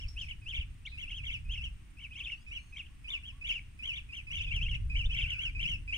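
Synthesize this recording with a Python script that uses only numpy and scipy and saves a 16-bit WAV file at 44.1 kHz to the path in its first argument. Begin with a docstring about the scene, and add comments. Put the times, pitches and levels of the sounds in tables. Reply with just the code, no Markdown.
"""Bee-eaters on three perches call over one another: each "prreep" is an arch of pitch made of a sine and
its overtones, whistled clean or cracking into a lower register near its top; one sharp "pwik" speeds upward.
Wind, as filtered noise, rumbles on the microphone, strongest near the end, over a steady hush, a drone and a rasp.
An insect trills high up as pulsed narrow-band noise under a wavering sine, and a few ticks ring thinly.
Two other birds, swept tones, whistle and hoot far away; decaying random echoes surround all the birds."""
import sys
import numpy as np
from scipy import signal
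from scipy.fft import rfft, irfft, next_fast_len
from scipy.io import wavfile
from scipy.ndimage import uniform_filter1d

SR = 44100
rng = np.random.default_rng(int(sys.argv[2]) if len(sys.argv) > 2 else 0)


def file_out(sig):
    """Save sig as 16-bit WAV at sys.argv[1]."""
    # one column per channel
    cols = np.atleast_2d(sig).T
    # limit, then scale
    lim = np.clip(cols, -1, 1)
    pcm = np.round(lim * 32767).astype(np.int16)
    wavfile.write(sys.argv[1], SR, pcm)


N = 263277
T = np.arange(N) / SR  # seconds
# the sharp note: its start and the length of its upward sweep
PWIK_S, PWIK_SWEEP_S = .851, .018


def amp(db):
    """The decibel: 20 dB is a factor of ten in amplitude."""
    return 10 ** (np.asarray(db) / 20)


def evened(x):
    """Normalization to a root-mean-square value of 1."""
    return x / np.sqrt(np.mean(x ** 2) + 1e-20)


def read(points, hz):
    """Interpolation by straight lines on a logarithmic frequency axis."""
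    f, value = np.transpose(points)
    return np.interp(np.log(hz + 1), np.log(f + 1), value)


def wander(rate_hz):
    """Low-pass random modulation: Gaussian-filtered noise of RMS 1 that varies up to about rate_hz."""
    hz = np.fft.rfftfreq(N, 1 / SR)
    spectrum = rfft(rng.standard_normal(N))
    return evened(irfft(spectrum * np.exp(-(hz / rate_hz) ** 2), N))


def noise(colour_db, likeness):
    """Coloured noise in two channels; their correlation is the share of power they have in common."""
    size = next_fast_len(N)
    a, b, shared = rng.standard_normal((3, size))
    same = np.clip(likeness, 0, 1)
    white = np.sqrt(same) * shared + np.sqrt(1 - same) * np.array([a, b])
    colour = amp(colour_db(np.fft.rfftfreq(size, 1 / SR)))
    return evened(irfft(rfft(white) * colour, size)[:, :N])


def band(centre_hz, width_hz):
    """Resonance: independent noise in each channel, shaped by one broad peak."""
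    return noise(lambda hz: -20 * np.log10(1 + (2 * (hz - centre_hz) / width_hz) ** 2), 0)


def turning(hz):
    """Phase in radians, the running integral of frequency."""
    return 2 * np.pi * np.cumsum(hz) / SR


def fade(t, edge_s):
    """Gradual onset and release, linear in amplitude, which avoid clicks."""
    return np.clip(np.minimum(t - t[0], t[-1] - t) / edge_s, 0, 1)


def glide(rows, harmonics):
    """Frequency modulation: harmonics follow one curve of pitch and level given as s, Hz and dB."""
    s, hz, db = np.transpose(rows)
    t = np.arange(s[0], s[-1], 1 / SR)
    phase = turning(np.interp(t, s, hz))
    tone = sum(amp(part_db) * np.sin(round(k) * phase) for k, part_db in harmonics)
    level = amp(np.interp(t, s, db))
    return s[0], np.sqrt(2) * level * fade(t, .002) * tone


def add(mix, s, sound):
    """Superposition: adds a sound to the mix from time s on."""
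    at = round(s * SR)
    sound = sound[..., max(-at, 0):]
    part = mix[..., max(at, 0):][..., :sound.shape[-1]]
    part += sound[..., :part.shape[-1]]


def ticks(ring_hz=5420, ring_t60=0.24, snap_t60=0.34):
    """Damped resonance: a quick upward flick, then a bright snap and a thin ring that decay exponentially."""
    # Each row: time in seconds, relative level in dB, snap over ring in dB.
    tick_rows = [(-.006, -56, -8), (0.082, -51.5, -12.5), (0.213, -55.5, -5)]
    out, snap, ring = np.zeros((2, N)), band(4600, 6800), band(ring_hz, 180)
    for s, db, snap_db in tick_rows:
        flick = [(s - .012, 4200, db - 20), (s - .002, 4800, db - 10), (s + .006, 5700, db - 6)]
        add(out, *glide(flick, [(1, 0)]))
        age = np.maximum(T - s, 0)
        attack = np.minimum(age / 0.0045, 1)
        decaying_ring = ring * amp(-60 * age / ring_t60)
        decaying_snap = snap * amp(snap_db - 60 * age / snap_t60)
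        out += amp(db + 0.5) * attack * (decaying_ring + decaying_snap)
    return out


def wind():
    """Pressure fluctuation at the microphone: gusting low noise, with buffets that each push and pull once."""
    # Wind strength. Each row: time in seconds, level in dB.
    gust_rows = [(0.0, -43), (0.53, -45.5), (0.58, -42), (0.86, -49), (1.6, -36.5), (1.81, -51),
                 (4.19, -48), (4.62, -33), (5.2, -34.5), (5.4, -45.5), (5.64, -34.5), (5.97, -45)]
    # Colour of the rumble. Each row: frequency in Hz, relative spectral density in dB.
    rumble_colour = [(12, -6), (40, 3), (70, -3), (115, -9.5), (160, -19), (220, -34), (400, -50.5),
                     (900, -115)]
    # Single buffets. Each row: centre in seconds, peak level in dB, time from centre to either peak in seconds.
    buffet_rows = [(.06, -28, 0.0042), (0.596, -28, .0034), (5.065, -26.5, 0.0064), (5.236, -24, .0036)]
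    gusts = amp(np.interp(T, *np.transpose(gust_rows)))
    rumble = gusts * noise(lambda hz: read(rumble_colour, hz), .94)
    for s, db, duration in buffet_rows:
        u = (T - s) / duration
        rumble = rumble - amp(db) * u * np.exp(.5 - .5 * u ** 2)
    return rumble


def insect(trill_db=-80, whine_db=-84):
    """Amplitude modulation: noise pulsed about 24 times a second, under a sine in tiny uneven arches, to the right."""
    beat = turning(24 * (1 + .02 * wander(3)))
    trill = evened((1 + .9 * np.cos(beat)) * band(8660, 320))
    arch = abs(np.sin(turning(9 * (1 + .5 * wander(30)))))
    whine_level = arch * amp(3 * wander(90))
    whine_hz = 8850 + 350 * arch + 130 * wander(300)
    whine = evened(whine_level * np.sin(turning(whine_hz)))
    return (amp(trill_db) * trill + amp(whine_db) * whine) * amp([[-3], [2]])


def background(air_db=-62):
    """Stationary broadband noise for the open air, with two narrower bands: a varying drone and a faint far rasp."""
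    # Colour of the air. Each row: frequency in Hz, relative spectral density in dB.
    air_colour = [(130, 12.5), (200, 11.5), (290, 6.5), (480, -11.5), (800, -8.5), (1500, -5), (2600, 0.5),
                  (4200, -14), (5600, -13.5), (7200, -15.5), (8800, -10.5), (10500, -24), (15500, -22)]
    # Drone that comes and goes. Each row: time in seconds, level in dB.
    drone_levels = [(0, -81), (.28, -77), (.45, -79), (1.9, -84), (2.2, -70), (2.6, -90), (5.1, -90.5),
                    (5.6, -63), (5.97, -68)]
    # Rasp far off. Each row: time in seconds, level in dB.
    rasp_levels = [(5.1, -100), (5.17, -67), (5.48, -63.5), (5.56, -100)]
    drone = amp(np.interp(T, *np.transpose(drone_levels))) * band(276, 130)
    hush = amp(air_db) * noise(lambda hz: read(air_colour, hz), 0.15)
    rasp = amp(np.interp(T, *np.transpose(rasp_levels))) * band(1510, 190)
    return hush + drone + rasp


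def arch_hz(t, rise, fall, top_hz, lead, shoulder_hz, end_hz, bend):
    """Pitch contour around the top (t = 0): a low hump, a climb, a quick drop to a shoulder and a slide."""
    foot_hz, hump_hz = 2420, 132.3
    shoulder_share = 0.3  # of the fall's length
    hump = hump_hz * np.sin(np.pi * np.clip((-t - rise) / max(lead, 1 / SR), 0, 1) ** 2)
    climb = foot_hz + (top_hz - foot_hz) * np.clip(1 + t / rise, 0, 1) ** bend
    slur = np.interp(t / fall, [0, shoulder_share, 1], [top_hz, shoulder_hz, end_hz])
    return uniform_filter1d(np.where(t < 0, climb + hump, slur), size=150)


def effort_db(t, rise, fall, lead, lead_db, crest_db, swell_db):
    """Level envelope around the top (t = 0): soft lead-in, push, choked crest, loud slur, release."""
    push_share, choke_share = 0.32, 0.59  # of the rise
    open_share, slur_share = 0.29, 0.31  # of the fall
    lead_gain_db, push_db, release_db = 1, -2.5, -13
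    stage = np.where(t < 0, t / rise, t / fall)
    shape = np.interp(stage, [-1 - lead / rise, -1, push_share - 1, choke_share - 1, open_share, slur_share, 1],
                      [lead_db, lead_db + lead_gain_db, push_db, crest_db, crest_db, 0, release_db])
    return shape + swell_db * np.clip(stage, -.5, .5)


def prreep(row, chance, tremor, low_hz=2230, low_db=0.5, jitter=.011, shimmer_db=1.0,
           octave_db=-25, dip_db=-5, overshoot=.025):
    """Voice registers: a harmonic tone rises, roughens at its crest, may crack downward, and falls in a slur."""
    # Each voice: shoulder in Hz, end in Hz, crest in dB against the call's level, roughness,
    # bend of the climb (under 1 is rounded), lead-in in dB against the call's level.
    voice_table = {"cracked": (2929, 2233.5, -6.5, 1.34, 0.72, -13),
                   "clean": (3077.5, 2383, -4, 1, 1.08, -21.5),
                   "hoarse": (2875.5, 2561, -7.5, 1.2, .85, -11.5)}
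    # Each voice: nominal starts of its cracks in seconds before the top.
    crack_times = {"cracked": (.023, .006), "clean": (), "hoarse": (.01,)}
    # Each perch: milliseconds by which the left ear hears it later.
    late_ms = {"left": -0.044, "middle": 0.2, "right": .26}
    crack_length_s, crack_scatter_s = 0.006, .0015
    # a harder call is richer: dB of overtones gained for each dB above an ordinary call
    ordinary_db, richer_per_db = -32.5, 0.17

    top, rise, fall, top_hz, db, swell_db, lead, voice, perch = row
    shoulder_hz, end_hz, crest_db, roughness, bend, lead_db = voice_table[voice]
    t = np.arange(-rise - lead, fall, 1 / SR)
    low, strain = np.zeros(len(t)), np.zeros(len(t))
    for before, luck in zip(crack_times[voice], chance):
        age = t + before + crack_scatter_s * luck
        low = np.maximum(low, (age > 0) & (age < crack_length_s))
        # at both edges of a crack the pitch overshoots and the voice chokes
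        edge_distance = np.minimum(abs(age), abs(age - crack_length_s))
        strain += np.exp(-(edge_distance / .0015) ** 2)
    low = uniform_filter1d(low, size=40)

    waver, flutter, flicker = (np.interp(top + t, T, shake) for shake in tremor)
    rough = .7 + 1.6 * roughness * np.exp(-(t / .025) ** 2)
    hz = arch_hz(t, rise, fall, top_hz, lead, shoulder_hz, end_hz, bend)
    hz = (hz + (low_hz - hz) * low) * (1 + overshoot * strain + jitter * rough * waver)
    level = amp(db + effort_db(t, rise, fall, lead, lead_db, crest_db, swell_db))
    level = level * amp(low_db * low + dip_db * strain + shimmer_db * rough * flutter)
    phase = turning(hz) + np.array([[-1], [1]]) * np.pi * hz * late_ms[perch] / 1000

    # the overtones flicker, and pass the open bill best at the top of the arch
    bill_db = np.minimum(hz - 3200, 0) / 110 + 4.5 * flicker
    richness = amp(octave_db + bill_db + richer_per_db * (db - ordinary_db))
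    overtone_level = np.sqrt(level * amp(db + crest_db)) * richness * (1 - low)
    overtones = np.sin(2 * phase) + amp(-10.5) * np.sin(3 * phase) + amp(-17) * np.sin(4 * phase)
    return top + t[0], np.sqrt(2) * fade(t, 0.00097) * (level * np.sin(phase) + overtone_level * overtones)


def flock(hiss_db=-32, murmur_db=-23):
    """Superposition of all calls, each "prreep" with one reflection, and noise that follows their loudness."""
    # Each row: top in seconds, rise in seconds, fall in seconds, nominal top in Hz, relative level in dB,
    # gain of the fall over the rise in dB, lead-in in seconds, voice, perch.
    call_rows = [(.016, .02, 0.052, 3315, -45.5, 0, 0, "cracked", "middle"),
                 (.198, .038, 0.052, 3250, -40, 3.5, 0, "clean", "left"),
                 (.303, 0.023, 0.028, 3310, -40.5, 1, 0.015, "cracked", "right"),
                 (0.503, 0.049, 0.03, 3380, -39.5, 0.5, 0.039, "clean", "left"),
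                 (0.557, 0.027, 0.043, 3450, -34.5, -2, 0, "cracked", "middle"),
                 (.6, 0.026, 0.037, 3525, -40, 1, 0.0043, "cracked", "middle"),
                 (1.015, 0.041, 0.045, 3386, -39, 0, 0.057, "cracked", "middle"),
                 (1.111, 0.039, 0.025, 3220, -39, 6, 0.0058, "hoarse", "left"),
                 (1.166, 0.064, 0.039, 3414, -42, 3.5, 0.0015, "clean", "left"),
                 (1.263, .03, 0.054, 3480, -39, 1, 0.036, "cracked", "middle"),
                 (1.325, 0.032, 0.052, 3324, -36.5, 0, 0, "cracked", "middle"),
                 (1.53, 0.046, .036, 3420, -40, 1, 0.034, "clean", "left"),
                 (1.566, .03, 0.034, 3100, -40.5, 6, 0.0066, "hoarse", "left"),
                 (1.639, 0.032, .046, 3160, -38, 2, 0.005, "hoarse", "middle"),
                 (2.026, 0.046, .043, 3180, -43.5, 7.5, 0.011, "cracked", "left"),
                 (2.147, 0.041, 0.016, 3430, -56.5, -6, 0, "clean", "right"),
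                 (2.193, 0.04, 0.032, 3436, -39, 4.5, 0.044, "cracked", "left"),
                 (2.249, 0.055, 0.03, 3420, -42.5, 8, 0, "clean", "left"),
                 (2.307, 0.043, 0.044, 3020, -36.5, 3, 0.0041, "hoarse", "left"),
                 (2.551, 0.042, .042, 3233, -38.5, 0.5, 0.045, "cracked", "middle"),
                 (2.784, 0.026, 0.037, 3513, -40, 1, 0.034, "cracked", "left"),
                 (2.862, .021, 0.012, 3150, -56.5, 7, 0, "clean", "left"),
                 (3.118, 0.043, .062, 3730, -35, 4.5, 0.032, "cracked", "middle"),
                 (3.271, 0.048, 0.047, 3390, -45, 4, 0, "clean", "middle"),
                 (3.483, 0.045, 0.06, 3430, -32.5, 3, 0.027, "cracked", "middle"),
                 (3.536, 0.048, 0.06, 3300, -36.5, 0.5, 0.0019, "cracked", "left"),
                 (3.867, 0.045, 0.073, 3357, -35, 2.5, 0.032, "cracked", "middle"),
                 (3.971, 0.052, 0.029, 3540, -37.5, 0, 0, "cracked", "middle"),
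                 (4.163, 0.04, 0.052, 3316, -40, 0, 0.034, "cracked", "right"),
                 (4.347, 0.045, 0.069, 3260, -36, -1, 0.034, "cracked", "middle"),
                 (4.388, 0.048, 0.046, 3520, -38, 0.5, 0.0037, "cracked", "right"),
                 (4.437, .035, 0.0264, 3480, -37, -6, 0.0074, "hoarse", "middle"),
                 (4.494, 0.041, 0.012, 3680, -50, 2, 0.012, "clean", "middle"),
                 (4.545, 0.039, 0.061, 3240, -33.5, -3.5, .04, "cracked", "right"),
                 (4.639, 0.036, 0.032, 3192, -37.5, -10.5, 0.0078, "clean", "left"),
                 (4.696, 0.043, 0.058, 3250, -36.5, 0, 0.0074, "hoarse", "left"),
                 (4.745, .02, 0.025, 3315, -37.5, 1, 0.0022, "cracked", "middle"),
                 (4.981, 0.033, 0.061, 3154, -33.5, -3, 0.05, "cracked", "right"),
                 (5.066, .035, .012, 3580, -46, -18, 0, "clean", "middle"),
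                 (5.13, 0.042, 0.011, 3210, -37, 4, 0, "clean", "middle"),
                 (5.173, .035, .05, 3300, -32.5, 3, .03, "cracked", "right"),
                 (5.212, 0.034, .05, 3385, -34.5, 4, 0, "cracked", "left"),
                 (5.302, 0.054, 0.058, 3150, -34.5, 1.5, 0, "cracked", "right"),
                 (5.433, 0.053, 0.067, 3290, -32.5, 0, 0.02, "cracked", "middle"),
                 (5.629, 0.039, 0.034, 3230, -32.5, -2.5, 0.041, "cracked", "right"),
                 (5.697, 0.053, 0.065, 3185, -30.5, -1.5, 0.0043, "hoarse", "middle"),
                 (5.956, 0.034, 0.029, 3130, -33, -5.5, 0.045, "cracked", "right")]
    out, tremor = np.zeros((2, N)), (wander(256), wander(180), wander(74))
    bounces_s = rng.uniform(.009, .03, len(call_rows))
    for row, bounce_s, chance in zip(call_rows, bounces_s, rng.standard_normal((len(call_rows), 2))):
        s, call = prreep(row, chance, tremor)
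        add(out, s, call)
        add(out, s + bounce_s, amp(-14) * call[::-1])  # the reflection swaps the ears
    for note in pwik():
        add(out, *note)
    loudness = np.sqrt(abs(uniform_filter1d(out[0] ** 2, size=400)))
    # frequency in Hz, relative spectral density in dB
    hiss_colour = [(500, 4.5), (1800, -18.5), (4300, 1.5), (6000, 7.5), (10000, -5.0), (15000, -7.5)]
    hiss = noise(lambda hz: read(hiss_colour, hz), 0)
    call_noise = amp(hiss_db) * hiss + amp(murmur_db) * band(2433, 1210)
    return (out + loudness * call_noise) * amp([[.5], [-.5]])


def pwik(octave_db=-24, drop_fade_db=-15):
    """Accelerating frequency sweep that swells as it climbs, then breaks into a low falling note that dies away."""
    level_db, drop_s = -42.5, .017
    start_hz, top_hz, break_hz, end_hz = 2650, 3800, 2400, 1950
    u = np.linspace(0, 1, num=30)
    sweep_hz = start_hz + (top_hz - start_hz) * (u + 2 * u ** 3) / 3
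    sweep = np.c_[PWIK_S + PWIK_SWEEP_S * u, sweep_hz, level_db - 20 * (u - .7) ** 2]
    drop_hz = break_hz + (end_hz - break_hz) * u
    drop = np.c_[PWIK_S + PWIK_SWEEP_S + drop_s * u, drop_hz, level_db + drop_fade_db * u ** 2]
    return glide(sweep, [(1, 0), (2, octave_db)]), glide(drop, [(1, 0)])


def pwik_scatter(db=-56.5, t60=0.45):
    """Diffuse reflection: the top of the sharp note returns from the trees as decaying narrow-band noise."""
    age = np.maximum(T - PWIK_S - PWIK_SWEEP_S, 0)
    return amp(db - 60 * age / t60) * np.minimum(age / .01, 1) * band(3830, 750)


def far_birds(hoot_hz=1145):
    """Frequency-modulated tones: a long harmonic whistle, and pure hoots that slide up and sag slightly at the end."""
    # Whistle. Each row: time in seconds, pitch in Hz, relative level in dB.
    whistle_curve = [(2.36, 1430, -72), (2.45, 1760, -77), (2.52, 1920, -71), (2.6, 2110, -72),
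                     (2.67, 2180, -70), (2.72, 2090, -69.5), (2.79, 1830, -73), (2.83, 1720, -88)]
    # Its harmonics. Each row: multiple of the pitch, relative level in dB.
    whistle_parts = [(2, -6), (3, -3.5), (4, -10.5), (5, -16)]
    # Hoots. Each row: start in seconds, length in seconds, relative level in dB.
    hoot_rows = [(1.804, 0.057, -83), (2.017, .08, -88), (2.17, 0.091, -76.5), (2.625, 0.051, -81.5),
                 (2.766, 0.054, -76), (2.894, 0.081, -83), (3.086, 0.11, -71.5), (3.319, .11, -76),
                 (3.857, 0.045, -74), (3.969, .04, -79), (4.107, 0.042, -79.5), (4.277, .1, -80.5)]
    out = np.zeros((2, N))
    add(out, *glide(whistle_curve, whistle_parts))
    out = out * amp(4.5 * wander(25) - 4)  # the far whistle fades in and out
    for s, length, db in hoot_rows:
        shape = [(s, .87 * hoot_hz, db - 3),
                 (s + .22 * length, .97 * hoot_hz, db + 1),
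                 (s + .6 * length, hoot_hz, db + 2),
                 (s + length, .96 * hoot_hz, db - 3)]
        add(out, *glide(shape, [(1, 0)]))
    return out * amp(2 * wander(60))


def surroundings(x, near_db, tail_db, near_t60=0.039):
    """Reverberation by convolution: quick echoes off near branches and ground, a soft tail from farther trees."""
    # Decay of the tail. Each row: frequency in Hz, time to fall by 60 dB in seconds.
    tree_decay = [(1000, 0.27), (3000, 0.28), (9000, 0.51)]
    t = T[:SR // 2]
    dense = rng.choice([-1., 1.], (2, len(t))) * (rng.random((2, len(t))) < 2000 / SR)
    hz, s, z = signal.stft(dense, SR, nperseg=256)
    decaying = z * amp(-60 * s / read(tree_decay, hz)[:, None])
    tail = signal.istft(decaying, SR, nperseg=256)[1][:, :len(t)] * np.minimum(t / 0.057, 1)
    sparse = rng.standard_normal((2, len(t))) * (rng.random((2, len(t))) < 600 / SR)
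    near = sparse * amp(-60 * t / near_t60) * (t > .002)
    echo = sum(amp(db) * part / np.linalg.norm(part, axis=1, keepdims=True)
               for db, part in [(near_db, near), (tail_db, tail)])
    return x + signal.fftconvolve(x, echo, axes=1)[:, :N]


def scene():
    """Superposition of near birds, far birds, ticks, insect, wind and background."""
    close = surroundings(flock(), near_db=-5, tail_db=-13.5) + pwik_scatter()
    far = surroundings(far_birds(), near_db=-8, tail_db=-6)
    return close + far + ticks() + insect() + wind() + background()


def record(dry, edge_hz=15700):
    """Band limitation: a linear-phase low-pass filter removes the highest treble."""
    low_pass = signal.firwin(511, edge_hz, window=("kaiser", 9), fs=SR)
    return signal.oaconvolve(dry, low_pass[None], "same")


dry = scene()
out = record(dry)
file_out(out)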